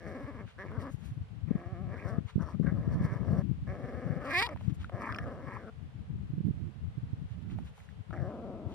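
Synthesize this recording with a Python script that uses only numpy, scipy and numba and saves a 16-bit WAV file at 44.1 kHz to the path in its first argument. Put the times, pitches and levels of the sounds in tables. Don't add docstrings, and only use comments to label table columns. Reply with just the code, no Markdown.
import sys
import numpy as np
from scipy import signal
from scipy.fft import rfft, irfft
from scipy.io import wavfile
from scipy.ndimage import uniform_filter1d
from numba import njit

SR = 44100
rng = np.random.default_rng(int(sys.argv[2]) if len(sys.argv) > 2 else 0)


def ratio(d):
    e = np.asarray(d, float) / 20
    return 10 ** e


def generate_wav(signal):
    frames = np.transpose(np.atleast_2d(signal))
    scaled = np.clip(frames, -1, 1) * 32767
    pcm = np.round(scaled).astype(np.int16)
    wavfile.write(sys.argv[1], SR, pcm)


N = 385434
T = np.arange(N) / SR

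# frequency in Hz, relative density in dB per Hz.
NIGHT_SPECTRUM = [(250, -91), (420, 4.5), (481, 1), (577, -2), (780, -1.5), (854, -3.5), (3220, -11.5),
                  (5900, -25), (10200, -30), (15500, -46)]
# frequency in Hz, relative density in dB per Hz.
WIND_SPECTRUM = [(25, -36.5), (50, 0), (80, 6), (120, 3), (180, -1.5), (260, -12), (400, -25.5),
                 (700, -71.5)]
# time in seconds, strength in dB before RUMBLE_DB, left minus right in dB.
BREEZE = [(0.0, -48.5, 7.5), (1.68, -43, 7.5), (1.73, -42, -11.5), (1.82, -41, 11), (2.12, -43.5, 8),
          (2.21, -39.5, 27), (2.31, -46.5, 9.5), (2.347, -45, 1.5), (2.36, -39.5, -26.5),
          (2.41, -33.5, 12.5), (2.48, -47.5, 16.5), (2.58, -36.5, 24.5), (2.89, -32.5, -3),
          (3.43, -33.5, 11), (3.48, -42, 29.5), (3.55, -38, 0.5), (4.4, -49, 20.5), (4.55, -39.5, -22),
          (4.7, -42, 32.5), (4.84, -41, -16.5), (4.92, -44, 14), (5.23, -42, -5.5), (5.79, -51.5, 16.5),
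          (5.96, -37.5, 0.5), (6.18, -42.5, 9.5), (6.47, -32, -13), (6.56, -44.5, -13.5),
          (6.68, -40.5, -9.5), (6.84, -43, 7), (7.16, -38, -7.5), (7.21, -42, 1.5), (7.45, -43.5, -10),
          (7.6, -35.5, -10.5), (7.7, -50, 5.5), (7.8, -45.5, 5.5), (8.03, -52.5, 13.5), (8.2, -43, 5),
          (8.74, -50.5, 12.5)]
# time in seconds, port (0 left, 1 right), level in dB before the slap,
# frequency in Hz at that time.
BUFFETS = [(0.077, 0, -38, 148), (.247, 0, -30.5, 119.3), (1.122, 1, -28.5, 110), (1.177, 0, -28, 133),
           (1.215, 0, -25.5, 95.6), (1.439, 0, -25.5, 96), (1.67, 0, -27.5, 101.1), (2.125, 0, -29, 102.7),
           (3.63, 1, -26.5, 110.5), (3.7, 0, -27, 100), (3.72, 0, -32.5, 120), (3.847, 0, -33, 118.3),
           (4.126, 0, -24, 130.1), (4.382, 0, -28, 110), (4.803, 0, -28, 89.2), (4.945, 0, -25.5, 108.2),
           (5.11, 0, -28, 102.4), (5.21, 0, -26, 110.8), (5.482, 0, -33, 139), (5.566, 0, -32, 104.2),
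           (6.304, 0, -27, 137), (6.883, 0, -27.5, 100), (7.036, 0, -24.5, 126), (7.428, 1, -33, 130),
           (7.994, 0, -37, 144.5), (8.006, 0, -29.5, 111.2), (8.102, 0, -30, 162.9), (8.19, 0, -27, 112.5),
           (8.208, 0, -23, 115.5), (8.28, 0, -27, 120.6), (8.486, 0, -40, 169), (0.784, 0, -18.5, 111.1),
           (1.483, 0, -25, 146.1), (1.73, 1, -24, 112.3), (0.946, 0, -24, 125.3), (1.512, 0, -13, 205.2),
           (1.557, 0, -16, 179.6), (2.059, 0, -23, 119.7), (2.186, 0, -14, 145.2), (2.256, 0, -25, 102.1),
           (2.361, 1, -10, 146.4), (2.381, 1, -19, 196.2), (2.406, 0, -22.5, 136.8),
           (2.548, 0, -25.5, 182.1), (2.6, 0, -14, 183), (2.612, 0, -17.5, 174.3), (2.649, 0, -18.5, 187.1),
           (2.677, 0, -15.5, 153.4), (2.724, 0, -16.5, 150.7), (2.739, 0, -25, 156.9),
           (2.788, 0, -25, 126.5), (2.802, 1, -27, 131), (2.877, 0, -14.5, 141.8), (2.913, 0, -19.5, 110.5),
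           (3.011, 0, -17, 148), (3.051, 0, -14, 133.1), (3.045, 1, -23, 161.2), (3.127, 1, -21.5, 131.8),
           (3.24, 0, -27, 155), (3.312, 0, -24, 168.6), (3.163, 0, -23, 133.4), (3.278, 0, -20.5, 164.1),
           (3.332, 0, -18, 140.2), (3.334, 1, -21.5, 140.9), (3.39, 0, -13, 134), (3.461, 0, -22.5, 117.2),
           (3.496, 0, -17.5, 139.7), (3.516, 0, -16.5, 143.5), (4.069, 0, -23, 149.3),
           (4.105, 0, -17.5, 143), (4.168, 0, -24.5, 161.5), (4.683, 0, -17, 132.1), (4.726, 0, -22, 134),
           (6.337, 1, -23, 137.8), (6.383, 1, -22, 161), (6.408, 1, -21.5, 165), (6.485, 1, -24, 203),
           (6.508, 1, -17, 124), (6.981, 1, -24, 136), (7.135, 1, -20, 109), (6.106, 0, -27.5, 146),
           (6.624, 1, -26.5, 110), (7.223, 0, -26.5, 140), (7.319, 1, -28, 106), (7.561, 1, -33.5, 133.4),
           (8.226, 0, -19.5, 119), (8.669, 0, -25.5, 108.6)]
# loudest time in seconds, length in seconds, body level in dB,
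# treble in dB against the body.
SCUFFS = [(0.499, 0.054, -62.5, -36), (0.923, 0.055, -71.5, 1), (1.056, 0.11, -66.5, -6),
          (2.292, 0.054, -62, -30), (4.645, 0.11, -67.5, -12.5), (4.705, 0.015, -66.5, -40),
          (4.75, 0.018, -74, 2), (4.822, 0.069, -62.5, -22), (7.322, 0.066, -70.5, -17),
          (7.426, 0.015, -69, -17), (7.521, 0.062, -64.5, -22), (7.597, 0.0441, -67.5, -13),
          (7.667, 0.053, -65.5, -12), (7.806, 0.12, -70, -8.5), (7.903, 0.025, -72, -15),
          (8.721, 0.084, -67.5, -16)]
# centre in Hz, width of one pass in Hz, relative level in dB.
RUSTLE_TREBLE = [(5600, 5000, -7), (7700, 3600, -10), (10600, 3800, -6.5), (14000, 2200, -16)]
# start in seconds, peak of the body in dB, ring in Hz.
SNAPS = [(.477, -51.5, 1692), (.717, -39, 1090), (2.298, -47, 1273), (4.473, -33.5, 1014),
         (4.49, -34, 1166), (4.561, -39, 781), (4.573, -45.5, 1772), (4.61, -43.5, 810), (4.844, -36, 1398),
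         (4.892, -59, 1085), (5.124, -32, 1584), (5.147, -36, 2199), (5.124, -50, 4950), (5.146, -49, 5293),
         (5.163, -46, 4960), (5.186, -48, 5400), (4.49, -55, 5600), (5.16, -35, 1503), (5.186, -29, 1643),
         (7.499, -53, 2113), (7.556, -64, 985), (7.587, -39, 740), (7.779, -51, 780), (7.803, -49.5, 1910),
         (7.889, -49.5, 1741), (8.108, -45, 1337), (8.107, -44, 648.4), (4.226, -49, 949),
         (2.668, -44, 1700), (4.896, -38, 699)]
# first crest in seconds, length in seconds, flaps in Hz,
# pitch swing as a share before soft limiting.
FLUTTER = [(0.091, 0.28, 15.2, 0.2), (0.749, 0.12, 10.4, 0.16), (1.902, 0.16, 21.5, .12),
           (2.411, 0.14, 19.9, 0.11), (2.707, 0.4, 19.9, .12), (3.142, 0.24, 20.1, 0.14),
           (3.758, 0.22, 22.7, 0.2), (3.98, 0.25, 20.2, 0.21), (5, 0.45, 25.3, .15),
           (5.392, 0.25, 20.8, 0.19), (8.291, 0.18, 20.6, 0.14), (8.494, 0.22, 19.2, 0.16)]
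# time in seconds, pitch in Hz, throat level in dB, mouth opening 0-1,
# roughness 0-1.
GROWLS = [
    [(0, 169.3, -59, 0.66, 0.28), (.06, 186.6, -45.5, 0.54, 0.35), (.21, 239.2, -42.5, 0.4, 0.18),
     (.242, 242.7, -53, 0.63, 0.41), (.29, 245, -43, 0.43, 0.01), (.33, 228.8, -52.5, 0.49, 0.34),
     (.41, 209.5, -48, 0.53, 0.27), (.455, 171.4, -60, 0.36, 0.24)],
    [(.58, 175.6, -61, 0.75, 0.22), (.588, 177.7, -53, 0.84, 0.16), (.6, 190.4, -47.5, 0.72, 0.08),
     (.628, 196, -50.5, 0.84, 0.1), (.65, 188.4, -45.5, 0.51, 0.51), (.69, 169.4, -56.5, 0.6, 0.65),
     (.72, 216.7, -46, 0.48, 0.29), (.76, 231.9, -47.5, 0.57, 0.24), (.8, 240.5, -45.5, 0.43, 0.57),
     (.84, 236, -44.5, 0.42, 0.25), (.878, 265.5, -43.5, 0.47, 0.37), (.905, 286, -45.5, 0.33, 0.18)],
    [(1.475, 149.2, -62, 0.7, 0.63), (1.51, 153.8, -56, 0.49, 0.61), (1.58, 158.7, -49.5, 0.49, 0.44),
     (1.72, 194.8, -50.5, 0.38, 0.08), (1.765, 166.1, -50.5, 0.45, 0.12), (1.825, 197.4, -50.5, 0.28, 0.02),
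     (1.88, 167.3, -53.5, 0.4, 0.3), (1.943, 228.5, -45.5, 0.62, 0.23), (1.97, 216.2, -52.5, 0.74, 0.7),
     (2.0, 203.6, -53.5, 0.64, 0.88), (2.06, 185.1, -44.5, 0.6, 0.3), (2.14, 225.7, -43.5, 0.4, 0.28),
     (2.19, 205, -50, 0.37, 0.44), (2.2, 190.5, -60, 0.37, 0.36)],
    [(2.39, 171, -53, 0.53, 0.87), (2.424, 170.8, -49, 0.76, 0.62), (2.455, 168.9, -51, 0.35, 0.68),
     (2.504, 169.5, -53.5, 0.52, 0.65), (2.555, 169.4, -59, 0.4, 0.65)],
    [(2.63, 170.3, -56.5, 0.71, 0.61), (2.658, 170.4, -54, 0.55, 0.51), (2.67, 171, -49, 0.8, 0.43),
     (2.69, 170.4, -49.5, 0.81, 0.38), (2.73, 172.7, -53, 0.43, 0.59), (2.8, 173.7, -51.5, 0.43, 0.5),
     (2.88, 177.8, -51, 0.51, 0.51), (2.96, 182.2, -49.5, 0.56, 0.52), (2.977, 183.3, -51, 0.45, 0.55),
     (2.995, 185, -51.5, 0.56, 0.59), (3.05, 201.5, -45, 0.58, 0.26), (3.075, 224.9, -49, 0.58, 0.15),
     (3.105, 190.1, -50.5, 0.64, 0.27), (3.14, 197.9, -46.5, 0.62, 0.47), (3.2, 190.1, -51.5, 0.44, 0.58),
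     (3.337, 198.9, -41, 0.32, 0.31), (3.395, 180.6, -42.5, 0.37, 0.35), (3.422, 193.2, -48, 0.52, 0.1)],
    [(3.672, 144.4, -51, 0.63, .25), (3.717, 189.8, -45, 0.54, 0.29), (3.78, 207.4, -47, 0.4, 0.4),
     (3.85, 213.3, -44, 0.45, 0.36), (4.03, 215.1, -44, 0.44, 0.25), (4.2, 219.2, -43.5, 0.45, .28),
     (4.228, 262.7, -46.5, 0.59, 0.16), (4.237, 224.6, -48, 0.42, 0.46), (4.243, 216.5, -40, 0.39, 0.29),
     (4.268, 273.8, -41, 0.56, 0.27), (4.298, 289.7, -41, 0.6, 0.15), (4.313, 236, -41.5, 0.77, 0.26),
     (4.322, 278.4, -44, 0.86, 0.17), (4.337, 358.8, -36.5, 0.72, 0.19), (4.348, 338, -41, 0.98, 0.04),
     (4.37, 360.7, -37.5, 0.92, 0.05), (4.402, 393.4, -37.5, 0.88, 0.02), (4.407, 422.8, -37.5, 0.78, 0.3),
     (4.421, 441.2, -37.5, 0.74, 0.3), (4.426, 448.3, -32.5, 0.83, 0.07), (4.431, 473.4, -45, 1, 0.03),
     (4.452, 481, -46, 0.83, 0.06), (4.465, 502.5, -44.5, 0.66, 0.38), (4.478, 406, -42.5, 0.23, 0.27),
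     (4.492, 322, -47, 0.47, 0.33), (4.54, 268.6, -44, 0.48, 0.47)],
    [(4.92, 180.6, -46.5, 0.4, 0.28), (4.99, 194.8, -44, 0.48, 0.28), (5.034, 223.2, -44.5, 0.63, 0.49),
     (5.1, 222.5, -47.5, 0.72, 0.59), (5.135, 219.7, -48, 0.57, 0.66), (5.19, 216, -45, 0.39, 0.57),
     (5.22, 206.6, -52, 0.65, 0.6), (5.27, 229.4, -42.5, 0.42, 0.3), (5.39, 199, -49.5, 0.41, 0.41),
     (5.425, 205.7, -49, 0.55, 0.35), (5.45, 203.7, -48, 0.46, 0.44), (5.48, 204.3, -47.5, 0.59, 0.41),
     (5.565, 205, -51.5, 0.71, 0.46), (5.612, 205.5, -52, 0.52, 0.47), (5.675, 218.2, -48.5, 0.46, 0.32),
     (5.7, 230.8, -45, 0.28, 0.03)],
    [(8.127, 162.7, -46.5, 0.53, 0.41), (8.16, 180, -43, 0.41, 0.39), (8.19, 185, -47.5, 0.43, 0.36),
     (8.22, 165.9, -47, 0.47, 0.21), (8.256, 180.9, -42, 0.32, 0.19), (8.31, 194.6, -42.5, 0.24, 0.35),
     (8.39, 205.3, -44.5, 0.12, 0.32), (8.5, 207.7, -42.5, 0.11, 0.3), (8.6, 183.9, -46, 0.08, 0.34),
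     (8.74, 182, -46, 0, 0.38)],
]
# centre in Hz, width of one pass in Hz, relative level in dB.
THROAT = [(261, 156, 10), (788, 196, -9)]
# time in seconds, resonance in Hz, its strength in dB,
# strength of the highest mouth resonance in dB.
PHARYNX = [(0, 562, 6.5, -7.5), (.4, 530, 2.5, -1.5), (.58, 540, 8, -23), (.63, 526.6, 6, -20),
           (.68, 524.5, 0, 2), (.75, 518.4, 4.5, -9), (.9, 600, 2, -8), (1.5, 529.3, 5, -2),
           (1.62, 694, 1.5, -9), (1.85, 693, 1.5, 3), (1.95, 523, 9, -10), (2.0, 500.2, 5, -1),
           (2.07, 576, 7.5, -8), (2.2, 616.5, 6, -17), (2.4, 600, 4.5, -18), (2.55, 604.5, 5, -1),
           (2.65, 548.8, 24, -10), (3.05, 539.8, 8.5, -6), (3.42, 570.6, 6, -11), (3.68, 567.7, 10, -5.5),
           (3.9, 529, 7, -6.5), (4.2, 529.7, 9, -5.5), (4.3, 575, 13, -4), (4.34, 704, 4.5, -5),
           (4.4, 760, 10.5, -4.5), (4.45, 863, -4, -5), (4.5, 568, 16, 0), (4.92, 628, 10.5, -12),
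           (5.05, 599, 2, -0.5), (5.15, 687.7, 0, -19), (5.27, 550.6, 12.5, -11), (5.5, 549.5, 4, -4.5),
           (5.7, 535.3, 6, -9), (8.127, 673.7, 6, -2), (8.17, 698.6, 4, -16), (8.22, 580.2, 7.5, -29),
           (8.3, 612, 5, -5), (8.45, 574, 6.5, -10), (8.74, 681, -5, 13)]
# time in seconds, middle resonance in Hz, upper resonance in Hz,
# lift of the middle one in dB.
TONGUE = [(0, 1097, 1724, -11), (.3, 1050, 1727, -1.5), (.58, 1040, 1560, -3), (.6, 1040, 1760, -6.5),
          (.635, 1030, 1770, -1), (.69, 1040, 1810, -8), (.76, 1009, 1490, -1), (.8, 1150, 1730, -5),
          (.84, 1000, 1650, 3), (.9, 1140, 1706, -2), (1.5, 1115, 1845, -5.5), (1.8, 1130, 1720, -1.5),
          (1.94, 1045, 1742, -3), (2.02, 1041, 1831, -3), (2.08, 1039, 1620, -1.5), (2.2, 1250, 1749, 0.5),
          (2.42, 1019, 1589, 0.5), (2.52, 1103, 1762, 9.5), (2.68, 1011, 1545, -5), (2.76, 1009, 1740, 0),
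          (3.1, 987.6, 1676, 0.5), (3.4, 1021, 1670, -3.5), (3.7, 1065, 1735, -6), (4.2, 1138, 1662, -6.5),
          (4.245, 1244, 1793, 4.5), (4.29, 1175, 1930, 0.5), (4.35, 1093, 1903, -4),
          (4.41, 1080, 2060, -5.5), (4.44, 962, 1986, 7), (4.47, 1003, 1837, 3), (4.54, 1056, 1823, -6),
          (4.95, 1047, 1692, -2), (5.03, 1050, 1789, 4), (5.09, 1073, 1586, 5.5), (5.2, 1129, 1856, 0),
          (5.23, 1300, 1850, -2), (5.26, 1250, 1600, 2), (5.3, 1012, 1620, -3), (5.5, 1012, 1699, 1.5),
          (5.56, 1066, 1806, 6), (5.61, 1097, 1598, -7), (5.68, 1322, 1515, 2.5), (8.127, 1268, 1739, 4),
          (8.165, 1313, 2039, -5), (8.195, 1313, 1902, -8), (8.225, 1050, 1620, -5), (8.26, 970, 1680, -5),
          (8.3, 930, 1486, -2), (8.4, 899.6, 1383, -3), (8.6, 860, 1329, -2), (8.74, 900, 1487, 1.5)]
# level when shut in dB, gain when wide open in dB.
MIDDLE_MOUTH = (-17.5, 22.5)
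UPPER_MOUTH = (-34.5, 48)
MOUTH_BREATH = (-49.5, 35.5)
# centre in Hz, width of one pass in Hz, level in dB before strain.
BREATH = [(2850, 970, 0), (4000, 1900, -1.5), (4940, 600, 7)]
# centre in Hz, width of one pass in Hz,
# level in dB before strain.
RASP_RING = [(4560, 430, 1), (5600, 870, 1)]
# centre in Hz, width of one pass in Hz, relative level in dB.
SHEEN = [(8100, 3700, 5.5), (11040, 1400, 7), (12960, 3300, 1.5)]
# strongest time in seconds, length in seconds, gain in dB.
RASPS = [(0.103, 0.29, 3.5), (0.602, 0.054, -3.5), (0.821, 0.048, 12.5), (2.099, 0.056, 6.5),
         (2.416, 0.029, -1.5), (2.511, 0.091, 15), (2.68, 0.036, -13), (2.945, 0.056, 8),
         (3.045, 0.052, 10), (3.14, 0.051, 4.5), (3.267, 0.046, 8), (3.322, 0.038, 8), (3.389, 0.045, 7.5),
         (4.195, 0.024, -5), (4.256, 0.044, 9.5), (4.312, 0.032, 9), (4.394, 0.028, 7.5),
         (5.07, 0.085, -0.5), (5.02, 0.018, 6), (8.138, 0.027, -1)]
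# frequency in Hz, left minus right in dB.
PORT_LEVEL = [(200, -0.5), (400, 3.5), (700, 4), (1290, 5.5), (2380, -9), (3300, 8), (4400, 4.5),
              (8120, 2.5), (11000, 31.5), (15000, 3.5)]
# frequency in Hz, phase in radians by which left leads.
PORT_PHASE = [(0, 0), (1120, 0.6), (1550, -0.5), (2930, 2.3), (3790, 2.2), (4740, 6.7), (5170, 6.3),
              (6200, 7.8), (6460, 8.8), (7840, 10.0), (8700, 14.5), (9300, 15.8), (12200, 16.9),
              (15200, 23.0)]

NIGHT_DB = -64
RUMBLE_DB = -0.5
LULL_DB, LULLS_PER_S = 3.8, 11
GUST_LIMIT_DB, GUST_SPAN_S = 8, 0.5
GUST_TILT, CALM_DB = 0.51, -40
EDDY_MS, EDDY_GROWTH_PER_DB = 2.9, 0.062
SCUFF_RISE = 0.79
SNAP_T60_S, SNAP_TREBLE_DB = 0.018, -20
FLUTTER_EDGE_S, GROWL_EDGE_S = 0.04, 0.0077
JITTER, SHIMMER = 0.22, 0.38
HALF_BEAT = 0.4
WOBBLE_DB, WOBBLE_PER_S = 2.5, 50
WANDER, WANDER_PER_S = 0.06, 70
PHARYNX_WIDTH_HZ = 292
STRAIN_HZ, STRAIN_DB_PER_OCTAVE = 293.6, 27.5
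SHEEN_AIR = 0.9


@njit
def svf(x, hz, width):
    y, band, low = np.empty(len(x)), 0., 0.
    for i in range(len(x)):
        g, damping = np.tan(np.pi * hz[i] / SR), width / hz[i]
        v = (band + g * (x[i] - low)) / (1 + g * (g + damping))
        band, low = 2 * v - band, low + 2 * g * v
        y[i] = damping * v
    return y


def steep(x, hz, width):
    centre = hz + 0 * T
    return svf(svf(x, centre, float(width)), centre, float(width))


def ring(x, modes):
    return sum((-1) ** k * ratio(db) * steep(x, hz, width) for k, (hz, width, db) in enumerate(modes))


def even(x, span_s=0.064):
    return x / np.sqrt(uniform_filter1d(x ** 2, int(span_s * SR)) + 1e-12)


def walk(rate):
    hold = int(SR / rate)
    held = np.repeat(rng.standard_normal(N // hold + 1), hold)
    return 1.67 * uniform_filter1d(uniform_filter1d(held, hold), hold)[:N]


def columns(tables):
    s, *cols = np.transpose(np.vstack(tables))
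    gate = sum((T >= t[0][0]) & (T < t[-1][0]) for t in tables)
    return [np.interp(T, s, c) for c in cols], uniform_filter1d(1. * gate, int(GROWL_EDGE_S * SR))


def coloured(points):
    hz, db = np.transpose(points)
    f = np.arange(N // 2 + 1) * SR / N + 1
    weight = ratio(np.interp(np.log(f), np.log(hz), db))
    x = irfft(rfft(rng.standard_normal(N)) * weight, N)
    return x / x.std()


def night():
    return np.array([coloured(NIGHT_SPECTRUM) * ratio(NIGHT_DB + 0.36 * walk(6.9)) for _ in range(2)])


def rumble(strength_db):
    x = coloured(WIND_SPECTRUM)
    tilt_db = GUST_TILT * (strength_db - CALM_DB).clip(-12, 14)
    deep, upper = svf(x, 48 + 0 * T, 95.0), svf(x, 300 + 0 * T, 180.0)
    return x + (ratio(-tilt_db) - 1) * deep + (ratio(tilt_db) - 1) * upper


def gusty_rumble(port_db):
    gust_db = 4.67 * walk(30) + LULL_DB * walk(LULLS_PER_S)
    limited_db = GUST_LIMIT_DB * np.tanh(gust_db / GUST_LIMIT_DB)
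    gust_db = np.where(gust_db > 0, limited_db, 1.22 * gust_db)
    x = even(rumble(port_db) * ratio(gust_db), GUST_SPAN_S)
    return x / x.std() * ratio(port_db)


def eddy(t, db, hz, turn):
    length_ms = EDDY_MS * np.exp(-EDDY_GROWTH_PER_DB * db)
    spin = 2 * np.pi * (hz * t * (1 - 6 * t) + turn)
    swell = 2 ** (-(2 * t / length_ms * 1000) ** 2)
    slap = ratio(0.29 * db - 7.5) * swell ** 3 * (np.sin(2 * spin) + 0.2 * np.sin(3 * spin))
    return ratio(db) * (swell * np.sin(spin) + slap)


def wind():
    (strength_db, pan_db), _ = columns([BREEZE])
    out = np.array([gusty_rumble(strength_db + side * pan_db / 2 + RUMBLE_DB) for side in (1, -1)])
    for (s, port, db, hz), turn in zip(BUFFETS, rng.random(len(BUFFETS))):
        near = slice(max(int((s - .06) * SR), 0), int((s + .06) * SR))
        out[int(port), near] += eddy(T[near] - s, db, hz, turn)
    return out


def grains():
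    size_db = 2.2 * rng.exponential(size=N) + 2 * walk(60)
    return rng.standard_normal(N) * ratio(size_db)


def rustle():
    treble = ring(grains(), RUSTLE_TREBLE)
    body = ring(grains(), [(1360, 2200, 18), (3300, 680, -25.0)])
    body_gain, treble_gain = 0, 0
    for s, length, db, treble_db in SCUFFS:
        span = length * np.where(T < s, SCUFF_RISE, 1)
        swell = 2 ** -(2 * (T - s) / span) ** 2
        body_gain = body_gain + ratio(db) * swell
        treble_gain = treble_gain + ratio(db + treble_db) * swell
    return treble_gain * treble / treble.std() + body_gain * body / body.std()


def snaps():
    size = 2000
    out, t = np.zeros(N + size), np.arange(size) / SR
    for (s, db, hz), crack in zip(SNAPS, rng.standard_normal((len(SNAPS), size))):
        knock = (crack + 6 * (t == 0)) * np.exp(-np.log(1000) * t / SNAP_T60_S)
        body = svf(svf(knock, hz + 0 * t, 470.0), hz + 0 * t, 830.0)
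        edge = svf(knock, 6500 + 0 * t, 7000.)
        snap = body / abs(body).max() + ratio(SNAP_TREBLE_DB) * edge / abs(edge).max()
        start = int(s * SR)
        out[start:start + size] += ratio(db) * snap
    return out[:N]


def flutter():
    out = 0
    for s, length, hz, depth in FLUTTER:
        to_edge = np.minimum(T - s, s + length - T)
        spell = np.clip(to_edge / FLUTTER_EDGE_S + .5, 0, 1)
        out = out + depth * spell * np.tanh(1.5 * np.cos(2 * np.pi * hz * (T - s)))
    return out


@njit
def folds(hz, rough, chance, jitter, shimmer, half):
    pulses, phase, p, k = np.zeros(len(hz) + 1), np.empty(len(hz)), 0., 0
    for i in range(len(hz)):
        step = hz[i] * np.exp(jitter * rough[i] * chance[k, 0]) / SR
        p += step
        if p >= 1:
            p, k = p - 1, k + 1
            alternate = 1 + half * rough[i] * (2 * (k % 2) - 1)
            size = np.exp(shimmer * rough[i] * chance[k, 1]) * alternate
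            pulses[i] += size * p / step
            pulses[i + 1] += size * (1 - p / step)
        phase[i] = p
    return pulses[:-1], phase


def throat_part(low):
    (back_hz, back_db, _), _ = columns([PHARYNX])
    back = steep(low, back_hz, PHARYNX_WIDTH_HZ)
    return even(ring(low, THROAT[:1]) - ratio(back_db) * back + ring(low, THROAT[1:]))


def mouth_parts(high, rough):
    (mid_hz, up_hz, _), _ = columns([TONGUE])
    (_, _, top_db), _ = columns([PHARYNX])
    mid_hz, up_hz = (f * np.exp(WANDER * rough * walk(WANDER_PER_S)) for f in (mid_hz, up_hz))
    middle = even(steep(high, mid_hz, 340) - ring(high, [(1310, 220, -7)]))
    top_hz = 2230 + 0.79 * (up_hz - 1750)
    upper = steep(high, up_hz, 420) - ratio(top_db) * steep(high, top_hz, 330)
    upper = upper - 1.4 * ring(high, [(1620, 77, 0.0044)])
    return middle, even(upper)


def breath_part(high, air, hz, rough):
    sheen_gain = ratio(-12 + 3.1 * np.log2(hz / 340).clip(0))
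    sheen = sheen_gain * ring(high + SHEEN_AIR * air, SHEEN)
    strain = np.log2(hz / 250).clip(-.5, 1)
    airy = high + (.3 + .6 * rough) * air
    rasp = ratio(-14.0 * strain) * ring(airy, RASP_RING)
    return even(ratio(10.0 * strain) * ring(airy, BREATH) + rasp + sheen)


def voice():
    (hz, db, jaw, rough), gate = columns(GROWLS)
    rough, flap = np.clip(rough, 0, 1), flutter()
    chance = rng.standard_normal((N // 50, 2))
    pulses, phase = folds(hz * np.exp(flap), rough, chance, JITTER, SHIMMER, HALF_BEAT)
    pulses = pulses * np.sqrt(SR / hz) * ratio(2.0 * flap)
    air = rng.standard_normal(N) * np.exp(-phase / .3) * ratio(1.3 * walk(40))
    low = pulses + 2.5 * rough ** 2 * air
    high = pulses + 16 * rough ** 2 * air

    mid_db, up_db, air_db = (db + shut + gain * jaw + WOBBLE_DB * rough * walk(WOBBLE_PER_S)
                             for shut, gain in (MIDDLE_MOUTH, UPPER_MOUTH, MOUTH_BREATH))
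    (_, _, lift_db), _ = columns([TONGUE])
    mid_db = mid_db + lift_db
    air_db = air_db + STRAIN_DB_PER_OCTAVE * np.log2(hz / STRAIN_HZ).clip(0)
    for s, length, gain_db in RASPS:
        air_db = air_db + gain_db * 2 ** -(2 * (T - s) / length) ** 2

    throat = throat_part(low)
    middle, upper = mouth_parts(high, rough)
    breath = breath_part(high, air, hz, rough)
    return gate * (ratio(db) * throat - ratio(mid_db) * middle + ratio(up_db) * upper + ratio(air_db) * breath)


def at_ports(x):
    f = np.arange(N // 2 + 1) * SR / N
    half_level = ratio(np.interp(f, *np.transpose(PORT_LEVEL)) / 2)
    tilt = half_level * np.exp(.5j * np.interp(f, *np.transpose(PORT_PHASE)))
    scale = np.abs(tilt + 1 / tilt).clip(1) / 2
    return np.array([irfft(rfft(x) * g / scale, N) for g in (tilt, 1 / tilt)])


def scene():
    return night() + wind() + at_ports(rustle() + snaps() + voice())


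def top_cut(x):
    return signal.sosfilt(signal.butter(12, 15680, fs=SR, output="sos"), x)


def record(dry):
    bass_cut = signal.butter(2, 55, "high", fs=SR, output="sos")
    mix = signal.sosfilt(bass_cut, dry)
    return top_cut(mix)


dry = scene()
out = record(dry)
generate_wav(out)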